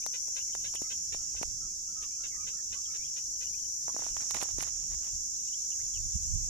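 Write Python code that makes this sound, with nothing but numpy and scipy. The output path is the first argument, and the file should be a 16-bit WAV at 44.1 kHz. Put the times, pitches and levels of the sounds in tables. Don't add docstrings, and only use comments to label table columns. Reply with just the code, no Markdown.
import sys
import numpy as np
from scipy import signal
from scipy.fft import rfft, irfft, next_fast_len
from scipy.io import wavfile
from scipy.ndimage import uniform_filter1d

SR = 44100
rng = np.random.default_rng(int(sys.argv[2]) if len(sys.argv) > 2 else 0)


def master(y):
    cut = np.clip(np.atleast_2d(y).T, -1, 1)
    pcm = np.round(cut * 32767)
    wavfile.write(sys.argv[1], SR, pcm.astype(np.int16))


def invert_db(x):
    u = np.asarray(x, float) / 20
    return 10 ** u


N = 286193
PORT_GAP = 20.05


def evened(x):
    return x / np.sqrt(np.mean(x ** 2) + 1e-20)


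def read(points, hz):
    f, value = np.transpose(points)
    return np.interp(np.log(hz + 1), np.log(f + 1), value)


def curves(rows):
    s, *columns = np.transpose(rows)
    return [np.interp(np.arange(N) / SR, s, c) for c in columns]


def sides(pan_db):
    return invert_db(np.array([pan_db / 2, -pan_db / 2]))


def colour(x, points):
    size = next_fast_len(x.shape[-1])
    hz = np.fft.rfftfreq(size, 1 / SR)
    return irfft(rfft(x, size) * invert_db(read(points, hz)), size)[..., :x.shape[-1]]


def drift(rate, count):
    steps = rng.standard_normal((count, N // 256 + 2))
    width = max(int(SR / 256 / rate), 1)
    slow = evened(uniform_filter1d(uniform_filter1d(steps, width), width))
    return np.array([np.interp(np.arange(N) / 256, np.arange(len(row)), row) for row in slow])


def add(mix, s, sound):
    part = mix[:, max(round(s * SR), 0):][:, :sound.shape[1]]
    part += sound[:, :part.shape[1]]


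def aimed(note, pan_db, size):
    return np.array([np.pad(note, (0, size)), np.pad(note, (size, 0))]) * sides(pan_db)[:, None]


# t/s, level/dB, left minus right/dB
CHORUS = [
    (0.0, -40, 2.5),
    (0.34, -38.5, 2),
    (1.53, -40, -1.5),
    (1.84, -41, 0.5),
    (2.86, -39, -0.5),
    (3.58, -40, 3),
    (4.3, -37.5, -3),
    (4.68, -38.5, -3),
    (5.3, -38, 0),
    (6.49, -38.5, 0),
]
# f/Hz, level/dB per Hz
TYMBAL = [(1200, -47), (2470, -38.5), (4200, -31.5), (4900, -19), (5430, -5.5), (5710, 0.5), (6200, -2.5),
          (6850, -2), (7300, -10), (7650, -18.5), (7900, -17), (8260, -20.5), (10000, -29), (12300, -25),
          (14300, -35.5)]


def cicadas(count=11):
    size = next_fast_len(N)
    hz = np.fft.rfftfreq(size, 1 / SR)
    pitch_hz = np.linspace(5300, 7600, count)[:, None]
    folded_hz = hz / np.where(hz > 9600, 2, 1)
    share = np.exp(-((folded_hz - pitch_hz) / 330) ** 2) + 0.012
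    share /= np.sqrt((share ** 2).sum(0))
    bearing, facing_db = rng.uniform(-0.962, 1, (2, count, 1))
    dice = rng.uniform(-1, 1, (count, N)) * SR / 4000
    clicks = dice * (abs(dice) < 1)
    singers = rfft(clicks * invert_db(4 * drift(rate=1.5, count=count)), size) * share
    lag = np.exp(1j * np.pi * hz * PORT_GAP * (2.329 * bearing + 0.25) / SR)
    left = (singers * lag * invert_db(facing_db)).sum(0)
    right = (singers / lag / invert_db(facing_db)).sum(0)
    pair = np.array([left, right])
    pair += rfft(0.3 * rng.standard_normal((2, N)), size)
    pair = irfft(pair * invert_db(read(TYMBAL, hz)), size)[:, :N]
    db, pan_db = curves(CHORUS)
    return np.array([evened(c) for c in pair]) * invert_db(db + 2.5) * sides(pan_db)


# t/s, f/Hz, level/dB
SOLO = [
    (0.0, 7457, -64),
    (0.58, 7417, -69),
    (0.74, 7422, -61),
    (2.31, 7434, -65),
    (2.75, 7448, -58),
    (4.12, 7434, -63),
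    (5.4, 7429, -55),
    (6.49, 7432, -58),
]


def soloist():
    hz, db = curves(SOLO)
    a, b = drift(rate=40, count=2)
    whine = evened(((a + 1j * b) * np.exp(2j * np.pi * np.cumsum(hz) / SR)).real)
    return invert_db(db - 5) * np.array([whine, np.roll(whine, 6)])


# t/s, length/s, first f/Hz, last f/Hz, level/dB
WHINES = [(0.02, 1.35, 7180, 7160, -64), (.3, .9, 7310, 7295, -63), (2.0, 1.0, 7415, 7455, -62),
          (2.3, .65, 7490, 7505, -66), (2.7, .95, 7440, 7500, -62), (2.9, .75, 7385, 7450, -63),
          (4.75, 1.7, 7150, 7145, -60), (5.4, 1.08, 7215, 7220, -61), (4.8, 1.68, 7440, 7415, -61),
          (5.0, .6, 7510, 7520, -66), (5.3, 1.0, 7280, 7285, -66)]


def whines():
    out = np.zeros((2, N))
    waver, flutter = drift(rate=8, count=2 * len(WHINES)).reshape(2, len(WHINES), N)
    for k, (s, length, first_hz, last_hz, db) in enumerate(WHINES):
        count = int(length * SR)
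        hz = np.linspace(first_hz, last_hz, count) + 7 * waver[k, :count]
        swell = invert_db(db + 4 + 1.5 * flutter[k, :count]) * signal.windows.tukey(count, 0.4)
        line = np.sin(2 * np.pi * np.cumsum(hz) / SR) * swell
        add(out, s, aimed(line, pan_db=-5, size=6))
    return out


def far(x, t60, wet_db):
    t = np.arange(int(0.2 * SR)) / SR
    tail = rng.standard_normal((2, len(t))) * invert_db(-60 * t / t60) * (t > 0.004)
    return x + invert_db(wet_db) * signal.oaconvolve(x, tail / np.linalg.norm(tail[0]), axes=1)[:, :N]


# t/s, peak level/dB, pitch f/Hz, strongest resonance f/Hz, left minus right/dB
CLUCKS = [(0.1332, -43, 497, 2470, -0.5), (0.3606, -42.5, 515, 2390, 3), (0.6406, -42, 542, 3730, 2),
          (0.9003, -43.5, 509.4, 2690, -0.5), (1.121, -44.5, 459, 2400, -1.5),
          (1.3595, -48, 523, 2670, -2.5), (2.0196, -51.5, 450.6, 2650, 9), (2.2339, -44.5, 534.7, 2850, 1),
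          (2.4677, -45, 507, 2720, 3.5), (2.7211, -44.5, 498.4, 2700, 5.5), (2.9413, -50, 449, 2470, 4.5),
          (3.1617, -50, 488, 2670, 10), (3.4093, -48.5, 496, 2590, 2.5)]
# f/Hz, level/dB
THROAT = [(300, -15.5), (520, -9.5), (1000, -13.5), (1500, -7.5), (2100, -10.5), (3100, -2.5), (3900, -6),
          (4600, -16), (6500, -1.5), (11000, -18)]


def waterhen():
    out, t = np.zeros((2, N)), np.arange(2400) / SR
    for s, db, hz, peak_hz, pan_db in CLUCKS:
        wobble, hiss = rng.standard_normal((2, len(t)))
        bend = 0.95 + 0.08 * np.sin(np.pi * t / 0.035) + 0.4 * uniform_filter1d(wobble, 110)
        turns = np.cumsum(hz * bend) / SR
        folds = evened(sum(np.cos(2 * np.pi * k * turns + k * k) for k in range(1, 11)))
        body = np.clip(t / 0.004, 0, 1) * invert_db(-1100 * np.maximum(t - 0.024, 0))
        breath = 0.65 * hiss * (1 + np.cos(2 * np.pi * turns))
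        drive = (folds + breath) * body
        ring = signal.lfilter(*signal.iirpeak(peak_hz, 9, SR), drive)
        cluck = colour(drive + 0.7 * ring, THROAT)
        cluck = invert_db(db - 3.5) * cluck / cluck[200:1000].std()
        add(out, s, np.array([cluck, np.roll(cluck, int(PORT_GAP))]) * sides(pan_db)[:, None])
    return far(out, t60=0.12, wet_db=-8)


def whistle(hz, gain, overtone_db, rough):
    flutter = 1 + rough * evened(uniform_filter1d(rng.standard_normal(9000), 150))[:len(hz)]
    turn = 2 * np.pi * np.cumsum(hz) / SR
    return (np.sin(turn) + invert_db(overtone_db) * np.sin(2 * turn)) * flutter * gain


# t/s, length/s, first f/Hz, last f/Hz, level/dB
LOW_NOTES = [(.08, 0.056, 1234, 1270, -84), (.825, 0.07, 1230, 1280, -71.5),
             (1.175, 0.098, 1270, 1400, -76), (1.6, .085, 1350, 1170, -69), (1.875, 0.06, 1240, 1385, -72),
             (1.945, 0.13, 1290, 1074, -66.5), (2.18, 0.11, 1277, 1410, -69),
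             (2.33, 0.13, 1118, 1240, -68.5), (2.515, 0.096, 1242, 1375, -72.5),
             (2.74, .07, 1000, 1190, -69), (2.865, .105, 1240, 1313, -73)]
SLURS = [(.02, 0.03, 2210, 2860, -59.5), (.47, 0.041, 2220, 2200, -63), (.84, 0.035, 2080, 2156, -65.5),
         (2.097, 0.08, 2285, 2540, -69), (2.304, .08, 2234, 1833, -62), (2.394, .069, 2400, 2330, -64.5),
         (2.563, 0.063, 1830, 1780, -67), (2.93, .04, 1700, 1564, -68.5), (2.895, 0.035, 2275, 2190, -68),
         (2.965, 0.04, 2640, 2076, -65.5), (3.0, 0.052, 2214, 2550, -63.5), (3.53, 0.026, 2214, 2635, -59)]
CHIRPS = [(.401, .018, 2650, 3020, -51), (.527, 0.024, 3030, 3320, -51), (.678, 0.014, 3000, 3180, -57),
          (.749, .009, 2500, 3150, -56), (.757, .008, 3700, 2620, -47), (.765, .026, 2550, 3200, -50),
          (.911, 0.02, 2950, 3320, -49), (2.84, 0.011, 3850, 3600, -64), (2.85, 0.017, 3300, 3150, -54.5),
          (3.036, .036, 3040, 3420, -57), (3.076, .007, 3050, 2650, -57), (3.455, 0.03, 2680, 3050, -63),
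          (3.578, 0.022, 3060, 3180, -66.5), (3.642, 0.018, 3080, 3040, -64),
          (5.347, .045, 3750, 4700, -62), (5.464, 0.009, 3900, 3400, -58), (5.476, 0.018, 2800, 2960, -61),
          (5.526, 0.024, 2850, 3330, -54), (5.585, 0.04, 3750, 4150, -66), (5.711, 0.012, 3500, 2900, -62),
          (5.718, 0.018, 2800, 2960, -55), (5.788, 0.036, 1480, 2360, -65), (5.93, 0.056, 3520, 2480, -54),
          (6.095, 0.03, 4540, 4520, -60)]
SQUEAK = [
    (3.89, 0.015, 937, 1124, -60.5),
]


def whistles():
    out = np.zeros((2, N))
    for notes, bend, gain_db, overtone_db, rough, pan_db, lag in (
            (LOW_NOTES, 3.1, 8.5, -12.5, 0.5, -0.6, 9), (SLURS, 1, 3.1, -35, 0.65, 1.5, 4),
            (CHIRPS, 1, 3.1, -35, 0.45, 1.5, 4), (SQUEAK, 1, 3.1, -35, 0.3, -26, 4)):
        for s, length, first_hz, last_hz, db in notes:
            u = np.linspace(0, 1, int(length * SR))
            glide = u ** bend if last_hz < first_hz else 1 - (1 - u) ** bend
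            hz = first_hz + (last_hz - first_hz) * glide
            gain = invert_db(db + gain_db) * signal.windows.tukey(len(u), 0.5)
            add(out, s, aimed(whistle(hz, gain, overtone_db, rough), pan_db, lag))
    return far(out, t60=0.07, wet_db=-10)


# t/s, blow level/dB, hardness/0-1, tick level/dB, left minus right/dB
FINGERS = [(0.064, -26.5, 0.7, -22, 11.5), (.283, -42.5, 0.5, -42, -1.5), (0.5513, -28, 0.66, -32.5, 2.5),
           (.7394, -37.5, 0.7, -47, 18), (0.75, -35, 0.2, -30, 18), (0.755, -37.5, 0.82, -23, 33),
           (0.819, -24.5, 0, -31, 33), (0.8243, -39.5, 1, -46, -29), (1.1476, -31.5, 0.35, -56, -17.5),
           (1.215, -49.5, 0.5, -70, 5), (1.3504, -42.5, 0.5, -78, 11), (1.4142, -24.5, 0, -55, 26),
           (1.419, -40.5, 0.9, -79, 10), (1.428, -31, 0.99, -62, -29), (1.432, -23, 0.57, -30, -5.5)]
# t/s, blow level/dB, hardness/0-1, tick level/dB
STEMS = [(3.8826, -29, 0.41, -39), (3.896, -38, 0.4, -40), (3.946, -32.5, 0, -62),
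         (3.9655, -26.5, 0.4, -39), (3.9864, -42, 0, -37), (3.9936, -32.5, 0.3, -51),
         (4.023, -33.5, 0.5, -55), (4.036, -39, 0.12, -42), (4.0542, -54, 0.9, -60),
         (4.067, -32, 0.55, -41), (4.1683, -29, 0.68, -34), (4.2346, -42, 0.6, -69),
         (4.31, -26.5, 0.82, -25.5), (4.3461, -25, 0.86, -28), (4.351, -27, 0.58, -44.5),
         (4.3571, -31.5, 0.06, -39), (4.375, -30, 0.73, -56), (4.387, -34, 0.8, -38),
         (4.4154, -26, 0.93, -37), (4.4279, -25, 0.4, -29.5), (4.433, -32.5, 0.57, -22),
         (4.456, -40, 0.5, -48), (4.4906, -38.5, 0.37, -62), (4.586, -24.5, 0, -33), (4.603, -40, 1, -73),
         (4.6079, -26.5, 1, -49), (4.618, -40, 0, -25), (4.6274, -30, 0.6, -23.5), (4.6347, -30, 1, -52),
         (5.0445, -41, 0.91, -44)]
STEM_PAN_DB = -32.5
MISMATCH_DB = 54
# f/Hz, level/dB
CRACK = [(1200, -25), (2000, -1), (4000, -2.5), (6000, -8), (9000, -25)]
TICK = [(3500, -25), (5500, -3), (8500, 2.5), (12000, -4), (15000, -8)]


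def snaps():
    out, t = np.zeros((2, N)), np.arange(-40, 700) / SR
    for s, db, hard, tick_db, pan_db in FINGERS + [(*row, STEM_PAN_DB) for row in STEMS]:
        thump_db, knock_db, crack_db = db - MISMATCH_DB * (np.arange(3) / 2 - hard) ** 2
        tune = rng.uniform(0.85, 1.15, 2) * (0.7 + 0.5 * hard)
        grit = rng.standard_normal((2, len(t)))
        thump = np.sin(2 * np.pi * 380 * tune[0] * t + 1.5) * np.exp(-t / 0.0019)
        knock = np.sin(2 * np.pi * 850 * tune[1] * t + 0.052) * np.exp(-t / 0.00074)
        crack = evened(colour(grit[0], CRACK)) * np.exp(-abs(t) / 0.0015)
        tick = evened(colour(grit[1], TICK)) * np.exp(-abs(t) / 0.0008)
        snap = invert_db(thump_db - 2.5) * thump + invert_db(knock_db + 6) * knock
        snap += invert_db(crack_db + 4.5) * crack / abs(crack).max()
        snap += invert_db(tick_db + 6) * tick / abs(tick).max()
        snap *= np.clip(t / 0.00036 + 1.325, 0, 1) ** 2
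        near = invert_db(1.6 * np.minimum([pan_db, -pan_db], 0))[:, None]
        lag = int(PORT_GAP * np.sign(pan_db))
        add(out, s + t[0], np.array([snap, np.roll(snap, lag)]) * near)
    return out


# t/s, length/s, level/dB
STROKES = [(3.894, 0.14, -65), (3.943, 0.21, -58.5), (4.124, 0.19, -59), (4.297, 0.027, -50.5),
           (4.326, 0.069, -46.5), (4.386, 0.074, -47.5), (4.427, 0.12, -60), (4.564, 0.091, -50),
           (4.616, 0.1, -55.5), (4.689, 0.11, -68.5), (4.758, 0.14, -69.5), (4.885, 0.084, -60.5),
           (4.988, 0.14, -62.5)]
# f/Hz, level/dB
GRASS = [(100, 5.5), (300, -2), (900, -0.5), (3000, -3), (6000, -8.5), (10000, -7), (14000, -18.5)]


def rustle():
    grains = rng.random(N) < 1200 / SR
    size = invert_db(4 * np.minimum(rng.exponential(1, N), 4)) * grains
    fade = np.exp(-np.arange(400) / SR / 0.0034)
    scratch = signal.oaconvolve(size, fade)[:N] * rng.standard_normal(N)
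    drag = np.zeros((1, N))
    for s, length, db in STROKES:
        add(drag, s, invert_db(db + 9) * signal.windows.tukey(int(length * SR), 0.9)[None])
    crackle = evened(colour(scratch, GRASS)) * drag[0]
    return np.array([invert_db(-54) * np.roll(crackle, 20), crackle])


# t/s, length/s, lowest f/Hz, level/dB, left minus right/dB
SLIDES = [
    (.048, .02, 9000, -60, 20),
    (.263, .034, 11800, -56, 20),
    (.538, .032, 10500, -62, 20),
    (.735, .02, 9000, -54, 20),
    (.79, .012, 12500, -58, 20),
    (.805, .028, 9500, -56, 20),
    (1.115, .03, 12800, -61, 20),
    (4.3, .026, 9000, -52, -25),
    (4.9, .05, 8000, -65, -25),
    (5.035, .03, 12500, -64, -25),
]


def slides():
    out = np.zeros((2, N))
    for s, length, low_hz, db, pan_db in SLIDES:
        grit, grain = rng.standard_normal((2, 3000))
        rough = grit * invert_db(2.5 * evened(uniform_filter1d(grain, 50)))
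        hiss = evened(colour(rough, [(0.8 * low_hz, -30), (low_hz, -5), (14000, 0)]))
        count = int(length * SR)
        gain = invert_db(db + np.minimum([pan_db, -pan_db], 0))[:, None]
        add(out, s, gain * hiss[:count] * signal.windows.tukey(count, 0.5))
    return out


# middle t/s, length/s, level/dB, left minus right/dB
PUFFS = [(1.168, 0.086, -42.5, 16.5), (1.456, 0.35, -49.5, -20), (4.124, 0.098, -45, -1),
         (4.437, 0.26, -58, -23), (4.555, 0.071, -46.5, 22), (4.803, 0.3, -49.5, 3), (4.945, 0.08, -55, 37),
         (5.136, 0.071, -53, 25), (5.252, 0.19, -59, -17.5), (5.89, 0.39, -56.5, -18.5),
         (6.057, 0.11, -37.5, -6), (6.162, 0.027, -23.5, -5.5), (6.35, 0.22, -32, -9),
         (6.482, 0.029, -53.5, 9)]
# f/Hz, level/dB per Hz
GUST = [(18, -21.5), (30, 6.5), (90, -6.5), (162, -17), (400, -53.5), (439, -75), (500, -44), (650, -74),
        (1100, -120)]
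BREEZE_DB, BREEZE_PAN_DB = -60.5, 0.5


def wind():
    t = np.arange(N) / SR
    push = invert_db(BREEZE_DB) * sides(BREEZE_PAN_DB)[:, None] * np.ones(N)
    for s, length, db, pan_db in PUFFS:
        push += invert_db(db) * sides(pan_db)[:, None] * np.exp(-(2 * (t - s) / length) ** 2)
    lumps = rng.standard_normal((2, N)) * invert_db(2.5 * drift(rate=18, count=2))
    return evened(colour(lumps, GUST)) * push * invert_db(-4.5)


# t/s, f/Hz, level/dB
FLY = [
    (0.948, 172.6, -82),
    (1.914, 200.8, -76.5),
    (2.05, 192, -78),
]


def fly():
    hz, db = curves(FLY)
    t = np.arange(N) / SR
    passing = np.clip(np.minimum(t - FLY[0][0], FLY[-1][0] - t) / 0.069, 0, 1)
    return invert_db(db + 7 + 8 * drift(rate=15, count=1)) * passing * np.sin(2 * np.pi * np.cumsum(hz) / SR)


# f/Hz, level/dB per Hz
AIR = [(18, -12), (30, 6), (60, -6), (189, -11.5), (266, -16), (683, -25), (962, -36), (2690, -24),
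       (2930, -23), (3330, -30), (4120, -50), (5000, -8.5), (6500, -49), (11000, -120)]
AIR_DB = -62


def air():
    frames, hz = N // 256 + 5, np.fft.rfftfreq(1024, 1 / SR)
    a, b, c, d, patches = rng.standard_normal((frames, 513, 5)).T
    patches = evened(uniform_filter1d(uniform_filter1d(patches, 10, 0), 14, 1))
    same = np.clip(1.06 / (1 + (hz / 500) ** 2) + 0.0098, 0, 1)[:, None]
    late = np.exp(-2j * np.pi * hz * PORT_GAP * 0.78 / SR)[:, None]
    left = a + 1j * b
    right = same * late * left + np.sqrt(1 - same ** 2) * (c + 1j * d)
    z = np.array([left, right]) * invert_db(read(AIR, hz)[:, None] + 2.1 * patches)
    return invert_db(AIR_DB + 3) * evened(signal.istft(z, nperseg=1024, noverlap=768)[1][:, :N])


# f/Hz, level/dB
RIGHT_PORT = [(4000, 1.5), (5100, -1), (6200, 1.5), (7300, 4.5), (8000, 2), (9500, -5.5), (11500, -6),
              (13000, -14), (14300, -13)]


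def scene():
    distant = cicadas() + soloist() + waterhen() + whistles() + fly() + air()
    near = snaps() + rustle() + wind() + slides()
    return np.array([distant[0], colour(distant[1], RIGHT_PORT)]) + near + whines()


# f/Hz, level/dB
STARVED = [(300, -30), (700, -3), (1100, 4), (2200, 1.5), (3600, 4.5), (4600, -3), (5300, -30), (8000, -30),
           (8800, -8), (10300, -2), (11500, -9), (13000, -6), (13900, -1), (14300, 4), (14400, 20)]


def starve(x):
    hz, t, z = signal.stft(x, SR, "cosine", 2048, 1024)
    usual = np.sqrt(uniform_filter1d(np.median(abs(z) ** 2, 2), 16, 1))[..., None]
    budget = np.repeat(rng.standard_normal((len(hz) // 10 + 1, len(t))), 10, 0)[:len(hz)]
    budget = evened(uniform_filter1d(budget, 3, 1))
    step = 2 * usual * invert_db(read(STARVED, hz)[:, None] + 7.5 * budget * (hz < 14350)[:, None])
    kept = np.round(abs(z) / step) * step / (abs(z) + 1e-12)
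    top = invert_db(np.where(hz > 14350, -24 - (hz - 14350) / 60, 0))[:, None]
    return signal.istft(z * kept * top, SR, "cosine", 2048, 1024)[1][:, :N]


def bursts(x):
    top = colour(x, [(14250, -80), (14400, -6), (15000, -22), (15600, -36)])
    level = np.sqrt(abs(uniform_filter1d(top ** 2, 60)))
    is_open = 1.0 * (level > invert_db(-63))
    return top * uniform_filter1d(is_open, 40)


def roll_off(x):
    return signal.sosfilt(signal.butter(12, 15520, fs=SR, output="sos"), x)


def record(dry):
    mix = starve(dry) + bursts(dry)
    return roll_off(mix)


dry = scene()
out = record(dry)
master(out)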